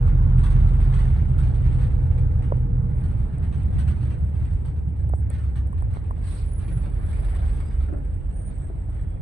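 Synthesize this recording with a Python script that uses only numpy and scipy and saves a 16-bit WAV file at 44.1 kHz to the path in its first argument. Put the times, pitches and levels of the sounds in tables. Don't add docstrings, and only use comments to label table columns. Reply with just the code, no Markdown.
import sys
import numpy as np
from scipy import signal
from scipy.io import wavfile

SR = 44100
rng = np.random.default_rng(int(sys.argv[2]) if len(sys.argv) > 2 else 0)


def store_pcm(level_fs):
    pcm = np.round(np.clip(level_fs, -1, 1) * 32767).astype(np.int16)
    wavfile.write(sys.argv[1], SR, np.atleast_2d(pcm).T)


N = 406161
TIME = np.arange(N) / SR
JOLT_RISE_S = .003

# time_s, firing_hz
FIRING_RATE = [(0, 40.1), (.4, 41.5), (.8, 42), (1.6, 41.6), (2.9, 39.7), (3.6, 35.5), (4.05, 33.8),
               (4.5, 35.3), (5.1, 34.6), (5.55, 32.8), (6.2, 25.3), (6.55, 23.3), (7, 23.6), (7.4, 21.6),
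               (8, 23.3), (9.2, 23.8)]
# time_s, load_db
ENGINE_LOAD = [(0, -1), (1.05, -2.5), (1.2, -8), (2.4, -7.5), (3.2, -7.5), (4.15, -24.5), (4.6, -21),
               (6.2, -14.5), (7.5, -7), (8.3, -17.5), (9.2, -12)]
ORDER_RATIOS = [.53, 1, 1.6, 2, 2.17, 3, 3.13]
# full_load_db, load_slope
ORDER_LEVELS = [(-22, 1), (-13.3, 1.35), (-22.3, .55), (-21, 0.25), (-12.7, 1.3), (-23, .9), (-28.5, 0.45)]
# centre_hz, width_hz, gain_db
BODY_MODES = [(42, 5.5, -2), (68.5, 8, 0), (124, 12, 0)]
# frequency_hz, level_db
CLATTER_SPECTRUM = [(700, -10.5), (950, 7), (1350, 6.5), (1700, -8.5), (2200, -20.5), (3200, -16.5)]
# time_s, level_db
GEAR_WHINE = [(.08, -46), (.28, -62), (.65, -62), (.9, -55), (1.15, -64), (1.55, -63), (1.8, -52.5),
              (2.2, -48), (2.9, -52), (3.4, -70), (4.5, -100)]

# time_s, level_db
ROAD_LEVEL = [(0, 1), (3.6, -4), (4.7, -7.5), (6.2, -7), (9.2, -11.5)]
# middle_s, length_s, boom_rise_db, drum_rise_db, rattle_rise_db
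SWELLS_AND_DIPS = [(0.582, 0.5, 0, -0.5, 5.5), (1.005, 0.75, 2, -3, 8), (1.585, 1.2, 5, 0, 4.5),
                   (2.243, 1.5, 3, -1, 0), (2.75, 0.56, -0.5, 3, -10), (3.111, 0.41, 2, 2.5, 0),
                   (3.861, 1.2, 6, 3.5, 4), (4.491, 0.67, 5.5, 1, 1), (4.886, 0.28, -4, 1.5, -3.5),
                   (5.112, 1.5, 5, -1, -8), (5.848, 0.1, 5.5, -15, 3), (5.903, 0.86, 3, -0.5, -5),
                   (6.775, 0.55, 0, 7.5, 6.5), (7.252, 1.16, 2.5, 0.5, 14), (7.653, 0.76, 0, 3.5, 7.5),
                   (8.584, 0.53, -1, 5, 4), (9.038, 0.86, 1, 1, 1)]
# frequency_hz, level_db
BOOM_SPECTRUM = [(18, -31.5), (30, -7.5), (45, 0), (56, -2.5), (68, 6.5), (82, 4.5), (98, 2), (120, -17),
                 (160, -30.5), (250, -29)]
DRUM_SPECTRUM = [(90, -31), (125, 7), (155, -0.5), (195, -5), (250, -16), (340, -19), (500, -41.5),
                 (900, -46)]
ROAR_SPECTRUM = [(200, -8.5), (330, 5), (470, 3), (680, 3), (860, -4), (1100, -9.5), (1600, -9.5),
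                 (2400, -14.5), (4000, -43), (7000, -67.5), (12000, -33)]
# pitch_hz, t60_s, level_db, road_slope
CABIN_MODES = [(292, 0.026, -56, -0.6), (463, 0.031, -57, 0.1), (850, 0.026, -54, 1),
               (1410, 0.018, -61.5, 2.4)]
# frequency_hz, correlation
MIC_LIKENESS = [(60, 0.85), (130, 0.84), (260, 0.83), (550, 1), (1160, 0.083), (2400, 0.15), (10600, 0.028)]

# frequency_hz, level_db
RATTLE_SPECTRUM = [(500, 8), (900, 15.5), (1600, 11.5), (2400, 7.5), (3300, 0.3), (4400, -2), (5200, -14),
                   (6300, -7.5), (7400, -23), (11000, -17), (14000, -20)]
# frequency_hz, level_db
SIZZLE_SPECTRUM = [(7900, 0), (8350, 0), (9400, -10), (11000, -14), (14000, -22)]
# centre_hz, width_hz, gain_db
TRIM_RINGS = [(3000, 11, -4), (3530, 360, -0.5), (3760, 330, -8.5), (4350, 98, -2.5)]
# start_s, level_db
TRIM_JOLTS = [(0.062, -58), (.376, -50), (0.433, -45), (0.5, -49.5), (.572, -57), (.666, -56.5),
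              (0.73, -56), (0.801, -50.5), (.886, -59), (0.934, -48), (0.986, -46.5), (1.03, -53),
              (1.382, -47), (1.45, -53.5), (1.544, -56.5), (1.653, -57.5), (1.721, -53.5), (1.784, -52),
              (1.814, -50.5), (2.174, -58.5), (2.419, -53), (3.034, -58.5), (3.1, -57.5), (3.197, -59),
              (3.327, -62), (3.422, -52.5), (3.523, -55), (3.595, -59), (3.723, -56), (3.781, -46),
              (3.873, -48.5), (4.005, -53.5), (4.048, -55), (4.099, -54), (4.335, -58.5), (4.39, -57),
              (4.445, -60), (4.504, -57.5), (4.648, -54), (4.757, -60), (4.958, -62.5), (5.3, -56),
              (5.33, -53), (5.38, -54.5), (5.435, -55.5), (5.554, -51.5), (5.774, -57.5), (5.904, -58),
              (5.935, -54.5), (6.036, -60), (6.149, -60), (6.59, -52.5), (6.678, -55.5), (6.83, -55),
              (7.43, -54.5), (7.576, -56), (7.707, -54.5), (7.803, -55.5), (8.501, -60), (8.918, -62.5),
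              (8.961, -61.5)]

# start_s, level_db, pitch_hz, t60_s
FINGER_KNOCKS = [(2.5214, -19, 560, 0.015), (5.0975, -36, 700, 0.0066), (5.1360, -24, 700, 0.0082),
                 (5.304, -39, 570, 0.018), (5.7295, -40, 1080, 0.021), (5.8235, -32, 1040, 0.0057),
                 (5.9693, -27, 750, 0.0027), (6.109, -29.5, 1060, 0.013), (8.7, -36.5, 385, 0.037)]
# ratio_to_pitch, gain_db
CASE_MODES = [(0.701, -10), (1, 7), (1.7, -2)]
# start_s, level_db
FINGER_TICKS = [(.4312, -52), (1.3826, -47), (3.3825, -49), (3.634, -51), (4.658, -47), (5.093, -40.5),
                (5.301, -35.5), (5.672, -45.5), (5.728, -50), (5.823, -46), (5.9384, -47), (6.109, -47)]
# start_s, level_db
PANEL_BUMPS = [(7.884, -33), (7.926, -31), (7.946, -47), (7.972, -42)]
# pitch_hz, gain_db, t60_s
PANEL_MODES = [(298, 5.5, 0.12), (368, 2, 0.041), (566, -2.5, 0.042), (1230, 0, 0.0061)]
# frequency_hz, level_db
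AIR_SPECTRUM = [(1000, 8), (2200, 5.5), (3200, 0), (4200, 2.5), (7200, -21), (8200, 5), (10000, -16),
                (14000, -14)]
# start_s, end_s, pitch_hz, level_db
BRAKE_SQUEALS = [(2.92, 3.14, 8900, -73), (6.44, 6.85, 9880, -66), (6.48, 6.6, 9060, -73),
                 (6.52, 7.4, 10260, -77), (7.02, 7.4, 10080, -71), (7.1, 7.76, 4855, -76),
                 (7.63, 7.76, 4870, -71), (7.46, 7.7, 9940, -77), (8.31, 8.53, 8890, -62),
                 (8.52, 8.72, 8220, -68), (8.92, 9.25, 3350, -78)]


def engine(wobble=.005, throb_db=1.62, clatter_db=-49, gating=.24, gear_ratio=11.83, waver_db=2):
    firing_hz = in_time(FIRING_RATE)
    load_db = in_time(ENGINE_LOAD)
    phase = 2 * np.pi * np.cumsum(firing_hz * (1 + wobble * drift(6.18))) / SR
    drone = 0
    for ratio, (db, slope) in zip(ORDER_RATIOS, ORDER_LEVELS):
        drive = from_db(db + slope * load_db + throb_db * drift(40))
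        tone = np.sin(ratio * phase + rng.uniform(0, 2 * np.pi))
        drone += drive * body_gain(ratio * firing_hz) * tone
    firing_pulse = 1 + gating * np.cos(phase)
    clatter = cabin_noise(CLATTER_SPECTRUM, flicker_db=4.5, bands=7, drive=firing_pulse)
    whine = from_db(in_time(GEAR_WHINE) + waver_db * drift(29)) * np.sin(gear_ratio * phase)
    return np.sqrt(2) * (drone + whine) + from_db(clatter_db + 1.8 * load_db) * clatter


def body_gain(hz):
    powers = [from_db(db) ** 2 / (1 + (2 * (hz - centre) / width) ** 2)
              for centre, width, db in BODY_MODES]
    return np.sqrt(sum(powers))


def road():
    road_db = in_time(ROAD_LEVEL)
    boom_rise, drum_rise, rattle_rise = swells_and_dips()
    boom_db = -25.3 + .42 * road_db + boom_rise
    drum_db = -27.5 + 1.295 * road_db + drum_rise
    roar_db = -48.5 + .4 * road_db + .39 * rattle_rise
    boom = from_db(boom_db) * cabin_noise(BOOM_SPECTRUM, flicker_db=-.2, bands=10)
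    drum = from_db(drum_db) * cabin_noise(DRUM_SPECTRUM, flicker_db=2.5, bands=9)
    roar = from_db(roar_db) * cabin_noise(ROAR_SPECTRUM, flicker_db=3, bands=15)
    hollow = sum(from_db(db + slope * road_db) * rms_one(ring(rng.standard_normal((2, N)), hz, t60))
                 for hz, t60, db, slope in CABIN_MODES)
    return boom + drum + roar + hollow


def swells_and_dips():
    return sum(np.outer(rises, np.cos(np.pi * np.clip((TIME - middle) / length, -.5, .5)) ** 2)
               for middle, length, *rises in SWELLS_AND_DIPS)


def trim(panels_db=-3.5, ring_db=-1.5, jolt_grain=.4, jolt_sizzle_db=-22):
    road_db = in_time(ROAD_LEVEL)
    _, _, rise_db = swells_and_dips()
    touches = chatter()
    loose = from_db(-62 + .77 * road_db + rise_db) * touches
    thrown = jolts() * touches ** jolt_grain
    shake = from_db(panels_db) * np.hypot(loose, thrown)
    rattle = shake * cabin_noise(RATTLE_SPECTRUM, flicker_db=2.5, bands=25)
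    ringing = sum(from_db(ring_db + db) * signal.lfilter(*signal.iirpeak(hz, hz / width, fs=SR), rattle)
                  for hz, width, db in TRIM_RINGS)
    loose_sizzle = from_db(-85.5 - .33 * road_db + .67 * rise_db) * touches
    fine_shake = np.hypot(loose_sizzle, from_db(jolt_sizzle_db) * thrown)
    sizzle = fine_shake * cabin_noise(SIZZLE_SPECTRUM, flicker_db=1.5, bands=10)
    return rattle + ringing + jangle(shake) + sizzle


def chatter(per_s=110, spread_db=2.8, t60_s=.07, blur=.5):
    touches = (rng.random(N) < per_s / SR) * from_db(spread_db * np.clip(rng.standard_normal(N), -2, 2))
    energy = signal.lfilter([1], [1, -decay(1 / SR, t60_s) ** 2], touches ** 2 + 1e-18)
    return np.sqrt(energy / energy.mean() + blur)


def jolts(clack=.35, clack_s=.006, hold_s=.026, t60_s=.19):
    out = np.zeros(N)
    for start, db in TRIM_JOLTS:
        at = slice(int(start * SR), int((start + .5) * SR))
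        age = TIME[at] - start
        attack = np.clip(age / JOLT_RISE_S, 0, 1) * (1 + clack * np.exp(-age / clack_s))
        fall = decay(age - JOLT_RISE_S - hold_s, t60_s)
        out[at] = np.hypot(out[at], from_db(db) * attack * fall)
    return out


def jangle(shake, per_s=110, spread_db=2, range_hz=(1100, 6800), modes=6, t60_s=.15, gain_db=-1.5):
    touches = np.flatnonzero(rng.random(N) < per_s / SR)
    jolt_peaks = [int((start + JOLT_RISE_S) * SR) for start, _ in TRIM_JOLTS]
    age = TIME[:int(t60_s * SR)]
    fall = decay(age, t60_s)
    out = np.zeros((2, N + len(age)))
    for at in np.r_[touches, jolt_peaks]:
        hz = rng.uniform(*range_hz, modes)
        gains = from_db(at_hz(RATTLE_SPECTRUM, hz)) * rng.choice([-1, 1], modes)
        clink = fall * (gains @ np.sin(2 * np.pi * np.outer(hz, age)))
        strength = shake[at] * from_db(spread_db * rng.uniform(-.59, 1))
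        place = np.pi / 4 + rng.standard_normal() / 2
        out[:, at:at + len(age)] += strength * np.outer([np.cos(place), np.sin(place)], clink)
    return from_db(gain_db) * np.sqrt(np.mean(shake ** 2)) * rms_one(out[:, :N])


def finger_knocks(contact_hz=1700, mic_lag_s=.00033):
    out = np.zeros((2, N))
    for start, db, hz, t60 in FINGER_KNOCKS:
        at = slice(int(start * SR), int((start + .1) * SR))
        age = np.maximum(TIME[at] - start - [[mic_lag_s], [0]], 0)
        for ratio, mode_db in CASE_MODES:
            out[:, at] += from_db(db + mode_db) * decay(age, t60) * np.sin(2 * np.pi * hz * ratio * age)
    return signal.sosfilt(signal.butter(6, contact_hz, fs=SR, output="sos"), band(out, 240, 2500))


def panel_bumps(soft_hz=2000, shudder_t60_s=.2):
    blows = np.zeros(N)
    for start, db in PANEL_BUMPS:
        blows[int(start * SR)] = from_db(db)
    pole = decay(1 / SR, shudder_t60_s)
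    envelope = signal.lfilter([np.sqrt(1 - pole ** 2)], [1, -pole], blows + 1e-18)
    shudder = envelope * rng.standard_normal((2, N))
    ringing = sum(from_db(db) * ring(shudder, hz, t60) for hz, db, t60 in PANEL_MODES)
    return band(ringing, 89, soft_hz)


def finger_ticks(t60_s=.006, tail_db=-25, tail_t60_s=.09):
    envelope = np.zeros(N)
    for start, db in FINGER_TICKS:
        at = slice(int(start * SR) + 1, int((start + .2) * SR))
        age = TIME[at] - start
        envelope[at] += from_db(db) * (decay(age, t60_s) + from_db(tail_db) * decay(age, tail_t60_s))
    crack = envelope * rng.standard_normal((2, N))
    return from_db(1) * band(crack, 7800, 10000) + from_db(-11.5) * band(crack, 1500, 5000)


def brake_air(start_s=6.2, level_db=-53.5, attack_s=.074, hold_s=.12, t60_s=.46):
    age = TIME - start_s
    jet = np.clip(age / attack_s, 0, 1) * decay(age - attack_s - hold_s, t60_s)
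    return from_db(level_db) * jet * cabin_noise(AIR_SPECTRUM, flicker_db=2.5, bands=20)


def brake_squeals(waver_hz=65, wander=.0025, flutter_db=3.5, fade_s=.05):
    out = np.zeros(N)
    for start, end, hz, db in BRAKE_SQUEALS:
        swell = np.clip(np.minimum(TIME - start, end - TIME) / fade_s, 0, 1)
        pitch_hz = hz * (1 + wander * drift(4.2)) + waver_hz * drift(250)
        phase = 2 * np.pi * np.cumsum(pitch_hz) / SR
        out += swell * from_db(db + flutter_db * drift(44)) * np.sin(phase)
    return out * pan(2.5)


def finger_rub(start_s=5.135, end_s=5.215, level_db=-69.5):
    stroke = np.clip((TIME - start_s) / (end_s - start_s), 0, 1)
    swell = np.sqrt(np.abs(np.sin(np.pi * stroke)))
    return from_db(level_db) * swell * cabin_noise(SIZZLE_SPECTRUM, flicker_db=-1.5, bands=6)


def cabin_noise(spectrum, flicker_db, bands, drive=1):
    edges = np.geomspace(spectrum[0][0], spectrum[-1][0], bands + 1)
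    white = rng.standard_normal((2, 2, N)) * drive
    out = 0
    for k, (low, high) in enumerate(zip(edges, edges[1:])):
        mid, side = band(white[k % 2], low, high)
        hz = np.sqrt(low * high)
        alike = np.clip(at_hz(MIC_LIKENESS, hz), -.99, .99)
        gain = from_db(at_hz(spectrum, hz) + flicker_db * drift(23))
        out += gain * (np.sqrt(1 + alike) * mid + np.sqrt(1 - alike) * side * [[1], [-1]])
    return rms_one(out)


def drift(rate_hz, step=40, settle=2000):
    pole = np.exp(-2 * np.pi * rate_hz * step / SR)
    white = rng.standard_normal(N // step + settle + 2)
    slow = signal.lfilter([1], [1, -2 * pole, pole ** 2], white)[settle:]
    return np.interp(np.arange(N) / step, np.arange(len(slow)), rms_one(slow))


def ring(drive, hz, t60_s):
    pole, angle = decay(1 / SR, t60_s), 2 * np.pi * hz / SR
    return signal.lfilter([0, np.sin(angle)], [1, -2 * pole * np.cos(angle), pole ** 2], drive + 1e-18)


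def decay(age_s, t60_s):
    return np.exp(-np.log(1000) * np.maximum(age_s, 0) / t60_s)


def band(x, low_hz, high_hz):
    return signal.sosfilt(signal.butter(2, [low_hz, high_hz], "band", fs=SR, output="sos"), x + 1e-18)


def in_time(curve):
    return np.interp(TIME, *np.transpose(curve))


def at_hz(spectrum, hz):
    points_hz, values = np.transpose(spectrum)
    return np.interp(np.log(hz), np.log(points_hz), values)


def pan(left_db):
    return from_db(np.array([[left_db], [-left_db]]) / 2)


def from_db(db):
    return 10 ** (np.asarray(db) / 20)


def rms_one(x):
    return x / np.sqrt(np.mean(x ** 2) + 1e-20)


def scene(mic_lag_s=.00052):
    left, right = (engine() + road()) * pan(-1.6)
    late_left = np.interp(TIME - mic_lag_s, TIME, left)
    fade_in = np.minimum(TIME / .01, 1) ** 2
    rumble = np.array([late_left, right]) * fade_in
    return (rumble + trim() + brake_air() + brake_squeals()
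            + finger_knocks() + finger_ticks() + finger_rub() + panel_bumps())


def record(dry, bass_hz=15, lift_db=16, lift_from_hz=7950, lift_top_hz=9400, cutoff_hz=15500):
    left, right = signal.sosfilt(signal.butter(2, bass_hz, "high", fs=SR, output="sos"), dry)
    treble = signal.sosfilt(signal.ellip(8, 1, 60, lift_from_hz, "high", fs=SR, output="sos"), right)
    lift = from_db(lift_db) * signal.sosfilt(signal.butter(5, lift_top_hz, fs=SR, output="sos"), treble)
    top_cut = signal.cheby2(12, 70, cutoff_hz, fs=SR, output="sos")
    return signal.sosfilt(top_cut, np.array([left, right + lift]))


dry = scene()
out = record(dry)
store_pcm(out)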